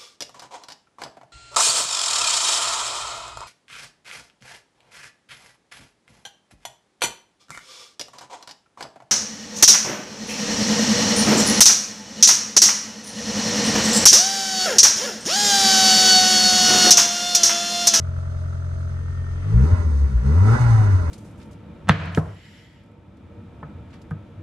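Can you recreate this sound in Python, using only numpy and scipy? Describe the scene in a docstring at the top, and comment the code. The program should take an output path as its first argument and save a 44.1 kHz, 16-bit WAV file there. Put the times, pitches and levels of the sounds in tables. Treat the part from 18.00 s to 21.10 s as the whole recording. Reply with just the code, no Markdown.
"""A small four-cylinder petrol engine, heard from the driver's seat with the bonnet up, idles and is blipped twice.
Sinusoids locked to the firings make the cabin boom and bark; under load, upper orders add a climbing snarl.
Noise and impacts timed by the firings, coloured by filters, make the growl, rasp, clatter and hiss.
A whine follows the speed over a noise rumble; at idle something loose buzzes, then a faint steady whistle takes over."""
import sys
import numpy as np
from scipy import signal
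from scipy.fft import rfft, irfft, next_fast_len
from scipy.io import wavfile
from scipy.ndimage import map_coordinates

SR = 44100
rng = np.random.default_rng(int(sys.argv[2]) if len(sys.argv) > 2 else 0)


def dump(signal):
    """Clip the signal to [-1, 1] and save it as 16-bit WAV at the path in sys.argv[1]."""
    limited = np.clip(np.atleast_2d(signal).T, -1, 1)
    pcm = np.round(limited * 32767).astype(np.int16)
    wavfile.write(sys.argv[1], SR, pcm)


N = 136710  # length in samples
HALVES = np.array([[0.5], [-0.5]])  # shares a left-right difference between the channels


def amp(db):
    """Logarithmic level: decibels become an amplitude gain."""
    return 10 ** (np.asarray(db) / 20)


def unit(x):
    """Power normalisation: scale to an rms of 1."""
    return x / np.sqrt(np.mean(x ** 2) + 1e-20)


def along(points, hz):
    """Logarithmic frequency scale: interpolate (Hz, value) points on it."""
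    f, value = np.transpose(points)
    return np.interp(np.log(hz + 1), np.log(f + 1), value)


def curve(rows):
    """Envelope: (second, value) rows become one value per sample."""
    return np.interp(np.arange(N) / SR, *np.transpose(rows))


def wobble(rate):
    """Slow random modulation: a smooth curve through random knots, rate of them per second."""
    knots = rng.standard_normal(int(N * rate / SR) + 4)
    return map_coordinates(knots, [np.arange(N) * rate / SR])


def filtered(x, response):
    """Linear filtering: multiply the spectrum by a response of frequency."""
    m = next_fast_len(N + SR // 2)
    return irfft(rfft(x, m) * response(np.fft.rfftfreq(m, 1 / SR)), m)[..., :N]


def colour(points):
    """Frequency response: a gain curve through (Hz, dB) points."""
    return lambda hz: amp(along(points, hz))


# Level of the side signal against the mid. Each row: frequency in Hz, level in dB.
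SIDE_LEVEL = [(60, -12.5), (130, -8), (250, -8.5), (500, 2), (1000, -0.5), (2000, 3.5), (4000, 0.5),
              (9000, -1)]
# Left-right level difference. Each row: frequency in Hz, left minus right in dB.
LEFT_RIGHT = [(60, 4.5), (250, -1), (500, 1.5), (1000, -4.5), (2000, -3), (4000, 2.5), (9000, 0)]
CABIN_T60_S = 0.044  # 60 dB decay of the noise that shapes the reflections


def cabin(x, response, t60_s=CABIN_T60_S):
    """Diffuse reflection: decaying noise scatters a coloured source into stereo whose mid has rms 1."""
    t = np.arange(SR // 10) / SR
    walls = rfft(rng.standard_normal((2, len(t))) * amp(-60 * t / t60_s))
    walls = irfft(walls / np.sqrt(np.abs(walls) + 1e-9))  # flattens the spectrum in part
    scattered = signal.fftconvolve(x[None], walls, axes=1)[:, :N]
    mid, side = filtered(scattered, response)
    mid = unit(mid)
    side = filtered(unit(side), colour(SIDE_LEVEL))
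    pair = np.array([mid + side, mid - side])
    pair = filtered(pair, lambda hz: amp(along(LEFT_RIGHT, hz) * HALVES))
    return pair / np.sqrt(np.mean(pair.mean(0) ** 2))


def puffs(firings, depth):
    """Amplitude modulation: noise swells once per firing."""
    return unit(rng.standard_normal(N) * np.exp(depth * np.cos(2 * np.pi * firings)))


def impulses(at, size, firings):
    """Impulse train: summed impacts, scaled so that their density does not set their power."""
    train = np.bincount(at.astype(int).ravel(), size.ravel(), N)
    return unit(train / np.sqrt(np.gradient(firings)))


def jittered(at, jitter_s):
    """Timing jitter: shift each impact at random, within the sound."""
    return np.clip(at + SR * jitter_s * rng.standard_normal(at.shape), 0, N - 1)


def knocks(firings, scatter_db, jitter_s, cylinder_db, count):
    """Cyclic impacts: count per firing at set crank angles, with a strength for each of four cylinders."""
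    firing = np.arange(int(firings[-1]))
    cylinders = rng.standard_normal((4, count))
    angle = (np.arange(count) + rng.random(count)) / count
    at = jittered(np.interp(firing[:, None] + angle, firings, np.arange(N)), jitter_s)
    uneven_db = cylinder_db * cylinders[firing % len(cylinders)]
    size = amp(uneven_db + scatter_db * rng.standard_normal(at.shape))
    return impulses(at, size, firings)


# Colour of the body shell. Each row: frequency in Hz, gain in dB.
RUMBLE_COLOUR = [(5, -60.5), (18, 7.5), (32, 8.5), (45, 8), (65, 20.5), (110, 8), (170, 4.5), (300, -32),
                 (900, -100)]
RUMBLE_IDLE_DB, RUMBLE_HIGH_DB = -42, -29.5  # at pace 0 and 1


def rumble(pace):
    """Random structural vibration: the body shell shakes more with speed."""
    level_db = RUMBLE_IDLE_DB + (RUMBLE_HIGH_DB - RUMBLE_IDLE_DB) * pace
    return amp(level_db) * cabin(rng.standard_normal(N), colour(RUMBLE_COLOUR))


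# Level of the air hiss before HISS_DB. Each row: time in seconds, level in dB.
HISS_LEVEL = [(0.05, -62), (1.34, -61.5), (1.69, -52.5), (2.22, -60), (2.3, -53.5), (2.42, -52.5),
              (2.49, -46.5), (2.57, -45.5), (3.07, -56)]
# Colour of the hiss. Each row: frequency in Hz, gain in dB.
HISS_COLOUR = [(1000, -44.5), (2800, -8.5), (3500, -2.5), (4000, 1), (5000, 1), (5600, -1), (6300, 4.5),
               (7300, -4), (8600, -1), (9400, -4.5), (10000, -31.5), (11900, -10)]
HISS_DB = -1


def hiss(firings):
    """Turbulent flow noise: air rushes, with light tappet ticks in it."""
    ticks = knocks(firings, scatter_db=-1, jitter_s=0.0002, cylinder_db=2.5, count=3)
    air = puffs(firings, depth=0.041) + amp(-10.5) * ticks
    level_db = curve(HISS_LEVEL) + HISS_DB + 0.89 * wobble(25.6)
    return amp(level_db) * cabin(air, colour(HISS_COLOUR))


# Resonances that the whine passes. 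Each row: pitch of the whine in Hz, level in dB.
WHINE_RESONANCES = [(330, -75), (540, -55.5), (590, -46.5), (622, -42.5), (660, -56.5), (705, -67),
                    (750, -37.5), (805, -42), (860, -38.5), (885, -43)]
WHINE_ORDER = 7  # cycles per firing


def whine(firings, rate):
    """Order tracking: a driven accessory's rough tone follows the crank through the body's resonances."""
    angle = 2 * np.pi * WHINE_ORDER * firings + 0.16 * wobble(80)
    level_db = along(WHINE_RESONANCES, WHINE_ORDER * rate) + 1.8 * wobble(90)
    tone = np.sin(angle) + amp(-15.5) * np.sin(2 * angle)
    return np.sqrt(2) * amp(level_db) * tone * amp([[-1.5], [1.5]])


# Level of the whistle. Each row: time in seconds, level in dB.
WHISTLE_LEVEL = [(.85, -73), (.98, -62), (1.3, -57), (1.37, -63), (1.45, -67), (1.7, -81)]
WHISTLE_HZ, WHISTLE_WAVER_HZ = 1828, 2.4  # mean pitch, size of its random waver


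def whistle():
    """Frequency modulation: a faint sinusoid wavers slightly about a pitch independent of the engine speed."""
    hz = WHISTLE_HZ + WHISTLE_WAVER_HZ * wobble(73)
    tone = np.sin(2 * np.pi * np.cumsum(hz) / SR)
    return np.sqrt(2) * amp(curve(WHISTLE_LEVEL) + wobble(40)) * tone * amp([[-2.5], [2.5]])


# Level of the buzz. Each row: time in seconds, level in dB.
BUZZ_LEVEL = [(0, -51.5), (.88, -52.5), (1.03, -64), (1.45, -74)]
# The strikes of one firing. Each row: share of the firing period, strength in dB.
BUZZ_STRIKES = [(0, 0), (1 / 3, 0.5), (2 / 3, -3.5)]
# The two bands in which the loose part rings. Each row: frequency in Hz, gain in dB.
BUZZ_COLOUR = [(400, -32), (540, -0.5), (612, 11.5), (720, -3), (850, -21), (1060, -20.5), (1180, -3),
               (1300, -5), (1440, -1.5), (1560, -21), (2200, -46)]
BUZZ_T60_S = 0.011


def buzz(firings):
    """Repeated impact: each firing at idle throws a loose part, which strikes three times."""
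    angle, strike_db = np.transpose(BUZZ_STRIKES)
    firing = np.arange(int(firings[-1]) - 1)
    at = jittered(np.interp(firing[:, None] + angle, firings, np.arange(N)), 0.0004)
    size = amp(strike_db + 2 * rng.standard_normal(at.shape))
    strikes = impulses(at, size, firings)
    return amp(curve(BUZZ_LEVEL)) * cabin(strikes, colour(BUZZ_COLOUR), BUZZ_T60_S)


# Level of the valve and piston clatter before the trims below. Each row: time in seconds, level in dB.
CLATTER_LEVEL = [(0.05, -52.5), (0.76, -53.5), (1.34, -49), (1.77, -38.5), (1.87, -45.5), (2.15, -48),
                 (2.46, -36), (2.55, -31), (2.58, -33.5), (2.79, -35.5), (2.88, -37), (3.04, -43.5),
                 (3.07, -41.5)]
# Colour of the block at low speed. Each row: frequency in Hz, gain in dB.
CLATTER_IDLE_COLOUR = [(60, -59), (200, -8.5), (280, 2), (400, -4.5), (520, -1), (640, 1.5), (800, -8),
                       (980, -9), (1150, -4.5), (1400, -8.5), (1550, -12.5), (1950, -7), (2400, -16.5),
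                       (3300, -19), (9000, -80)]
# Colour of the block at high speed. Each row: frequency in Hz, gain in dB.
CLATTER_HIGH_COLOUR = [(100, -73), (300, -22.5), (500, -10.5), (620, 0.5), (700, -10.5), (770, 0.5),
                       (860, -2), (960, 1), (1150, -3), (1370, -1.5), (1530, -6.5), (2050, -5), (2400, -21),
                       (2600, -6.5), (2750, -37), (2900, -11), (3300, -33), (9000, -94)]
CLATTER_IDLE_DB, CLATTER_HIGH_DB = -1.5, -1


def clatter(firings, pace):
    """Impact excitation: valves and pistons knock in the block; a crossfade hardens the colour with speed."""
    hits = knocks(firings, scatter_db=2.5, jitter_s=0.00012, cylinder_db=2, count=6)
    hits += amp(2) * puffs(firings, depth=0.3)
    fade = np.pi / 2 * np.clip(1.47 * pace, 0, 1)  # equal-power crossfade angle
    slow = amp(CLATTER_IDLE_DB) * np.cos(fade) * cabin(hits, colour(CLATTER_IDLE_COLOUR))
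    fast = amp(CLATTER_HIGH_DB) * np.sin(fade) * cabin(hits, colour(CLATTER_HIGH_COLOUR))
    return amp(curve(CLATTER_LEVEL)) * (slow + fast)


RING_TOP_HZ = 2980  # the ringing parts radiate little above this


def resonances(modes):
    """Modal superposition: the response of damped modes of alternating sign, rolled off at the top."""
    def response(hz):
        ring = 0
        for k, (centre, width, db) in enumerate(modes):
            damping = 1j * hz * width
            ring = ring + (-1) ** k * amp(db) * damping / (centre ** 2 - hz ** 2 + damping)
        return ring / (1 + (hz / RING_TOP_HZ) ** 2) ** 2
    return response


# Level of the rasp as the throttle is held wide open. Each row: time in seconds, level in dB.
RASP_LEVEL = [(1.45, -54), (1.66, -47), (1.8, -66), (2.3, -52), (2.48, -53), (2.545, -27.5), (2.59, -40),
              (2.8, -46)]
# Modes of the air box. Each row: centre in Hz, width in Hz, gain in dB.
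AIR_BOX_MODES = [(447, 30, -4), (850, 99, -7.5), (1347, 135, 2.5), (1697, 78, -9)]


def rasp(firings):
    """Resonance under impulsive load: each firing rings the air box."""
    blows = knocks(firings, scatter_db=1.5, jitter_s=0.0001, cylinder_db=2, count=1)
    blows += amp(-2) * puffs(firings, depth=0.8)
    return amp(curve(RASP_LEVEL)) * cabin(blows, resonances(AIR_BOX_MODES))


# Level of the intake growl before GROWL_DB. Each row: time in seconds, level in dB.
GROWL_LEVEL = [(0, -50), (1.39, -47), (1.5, -39), (1.63, -34.5), (1.7, -29.5), (1.78, -36.5), (1.88, -38),
               (2.19, -43), (2.3, -33.5), (2.38, -36.5), (2.49, -27), (2.56, -28), (2.64, -35.5),
               (2.9, -33), (3.1, -39)]
# Colour of the intake. Each row: frequency in Hz, gain in dB.
GROWL_COLOUR = [(50, -72.5), (120, -23.5), (170, 2), (210, 3), (280, 2.5), (340, -6.5), (400, -4),
                (445, -8), (500, -4.5), (600, -11.5), (900, -45), (2000, -120)]
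GROWL_DB = -1.5


def intake(firings):
    """Pulsed air flow: one gulp per firing rings the intake as a growl."""
    gulps = knocks(firings, scatter_db=2.5, jitter_s=0.00018, cylinder_db=-0.5, count=1)
    gulps += amp(3.0) * puffs(firings, depth=0.39)
    return amp(curve(GROWL_LEVEL) + GROWL_DB) * cabin(gulps, colour(GROWL_COLOUR))


# Level of the upper firing orders, strong while the throttle is open. Each row: time in seconds, level in dB.
SNARL_LEVEL = [(1.42, -65), (1.52, -45), (1.59, -39), (1.7, -38.5), (1.77, -55), (2.2, -59), (2.29, -35.5),
               (2.4, -43), (2.5, -30), (2.55, -31), (2.6, -60)]
# Fixed resonances that the orders sweep through. Each row: frequency in Hz, gain in dB.
SNARL_RESONANCES = [(200, -17), (285, -12), (340, -20), (400, -10), (442, 2), (480, -16), (600, -22),
                    (700, -30), (800, -21), (1050, -23), (1220, -19), (1320, -4), (1420, -13), (1600, -26)]


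def snarl(firings, rate):
    """Harmonics swept through resonance: rough upper orders under load swell as they cross each peak."""
    lines = 0
    for k in range(4, 16):  # multiples of the firing rate
        level_db = along(SNARL_RESONANCES, k * rate) + 2.5 * wobble(70)
        cycles = k * firings + rng.random() + 0.075 * wobble(90)
        lines = lines + amp(level_db) * np.cos(2 * np.pi * cycles)
    return np.sqrt(2) * amp(curve(SNARL_LEVEL)) * lines


# Level of the boom close to the firing rate. Each row: time in seconds, level in dB.
BOOM_LEVEL = [(0, -56), (1.43, -35.5), (1.5, -51), (1.55, -16), (1.63, -12.5), (1.67, -15), (1.705, -19.5),
              (1.735, -9), (1.765, -26.5), (1.805, -14.5), (1.835, -25.5), (1.87, -16.5), (1.96, -16),
              (2.06, -15), (2.12, -27.5), (2.16, -13), (2.24, -26), (2.29, -15), (2.37, -12.5),
              (2.4, -10.5), (2.545, -11), (2.565, -28), (2.59, -32), (2.605, -14), (2.79, -12), (2.86, -15),
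              (2.95, -13), (3.02, -20.5), (3.1, -20.5)]
# Level of the bark, led by twice the firing rate. Each row: time in seconds, level in dB.
BARK_LEVEL = [(0, -25.5), (1.42, -26), (1.5, -20), (1.55, -13), (1.64, -16.5), (1.68, -40), (2.07, -40),
              (2.11, -26), (2.2, -38), (2.25, -22), (2.3, -20), (2.34, -30.5), (2.48, -28.5), (2.55, -35),
              (2.62, -53), (3.1, -46)]
# Partials of the bark. Each row: multiple of the firing rate, level in dB.
BARK_PARTIALS = [(2, -1), (3, -10), (4, -27.5)]
# Lines that uneven cylinders add between the firing orders.
# Each row: multiple of the firing rate, level in dB at pace 0, level in dB at pace 1.
UNEVEN_ORDERS = [(.5, -60, -35), (.75, -46, -58), (1.25, -57, -58), (1.5, -41, -42), (1.75, -53, -58),
                 (2.5, -60, -48), (3.25, -55, -54), (3.5, -57, -54)]
BOOM_PAN_DB, BOOM_LAG_S = 1.5, 0.00051  # how much louder and later the left channel is


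def exhaust(firings, pace):
    """Fourier synthesis: clean low orders make the boom, the bark and the lope of uneven cylinders."""
    def order(k):
        return np.sqrt(2) * np.cos(2 * np.pi * k * firings)

    low = amp(curve(BOOM_LEVEL) + 1.4 * wobble(45)) * order(0.99)
    bark = sum(amp(db) * order(round(k)) for k, db in BARK_PARTIALS)
    low += amp(curve(BARK_LEVEL) + 0.8 * wobble(40)) * bark
    for k, idle_db, high_db in UNEVEN_ORDERS:
        quarter = round(k * 4) / 4  # four cylinders repeat every four firings
        level_db = idle_db + (high_db - idle_db) * pace + 1.5 * wobble(15)
        low += amp(level_db) * order(quarter)

    def stereo(hz):
        return amp(BOOM_PAN_DB * HALVES) * np.exp(-2j * np.pi * hz * BOOM_LAG_S * HALVES)

    return filtered(low, stereo)


# Engine speed through the idle and the two blips. Each row: time in seconds, firings per second.
ENGINE_SPEED = [(0, 43.7), (1.41, 43.4), (1.48, 51), (1.552, 57), (1.618, 65.3), (1.69, 84.5), (1.75, 90.7),
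                (1.85, 81.7), (1.96, 70), (2.08, 70.4), (2.19, 56), (2.23, 61.2), (2.302, 71.8),
                (2.408, 94.9), (2.496, 111.3), (2.565, 124), (2.63, 122.2), (2.798, 108.7), (2.9, 100),
                (3.1, 80)]
IDLE_HZ, HIGH_HZ = 39.4, 112  # firing rates at which the pace is 0 and 1


def scene():
    """Common excitation: the crankshaft times every source but the rumble's noise and the whistle."""
    rate = curve(ENGINE_SPEED)
    firings = np.cumsum(rate) / SR  # firings elapsed, the phase of the engine
    pace = np.log(rate / IDLE_HZ) / np.log(HIGH_HZ / IDLE_HZ)
    background = rumble(pace) + hiss(firings) + whine(firings, rate) + whistle()
    mechanical = buzz(firings) + clatter(firings, pace)
    gas_flow = rasp(firings) + intake(firings) + snarl(firings, rate) + exhaust(firings, pace)
    return background + mechanical + gas_flow


TOP_HZ = 11900


def record(dry):
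    """Band limiting: an ideal low-pass filter keeps nothing from TOP_HZ up."""
    return filtered(dry, lambda hz: hz < TOP_HZ)


dry = scene()
out = record(dry)
dump(out)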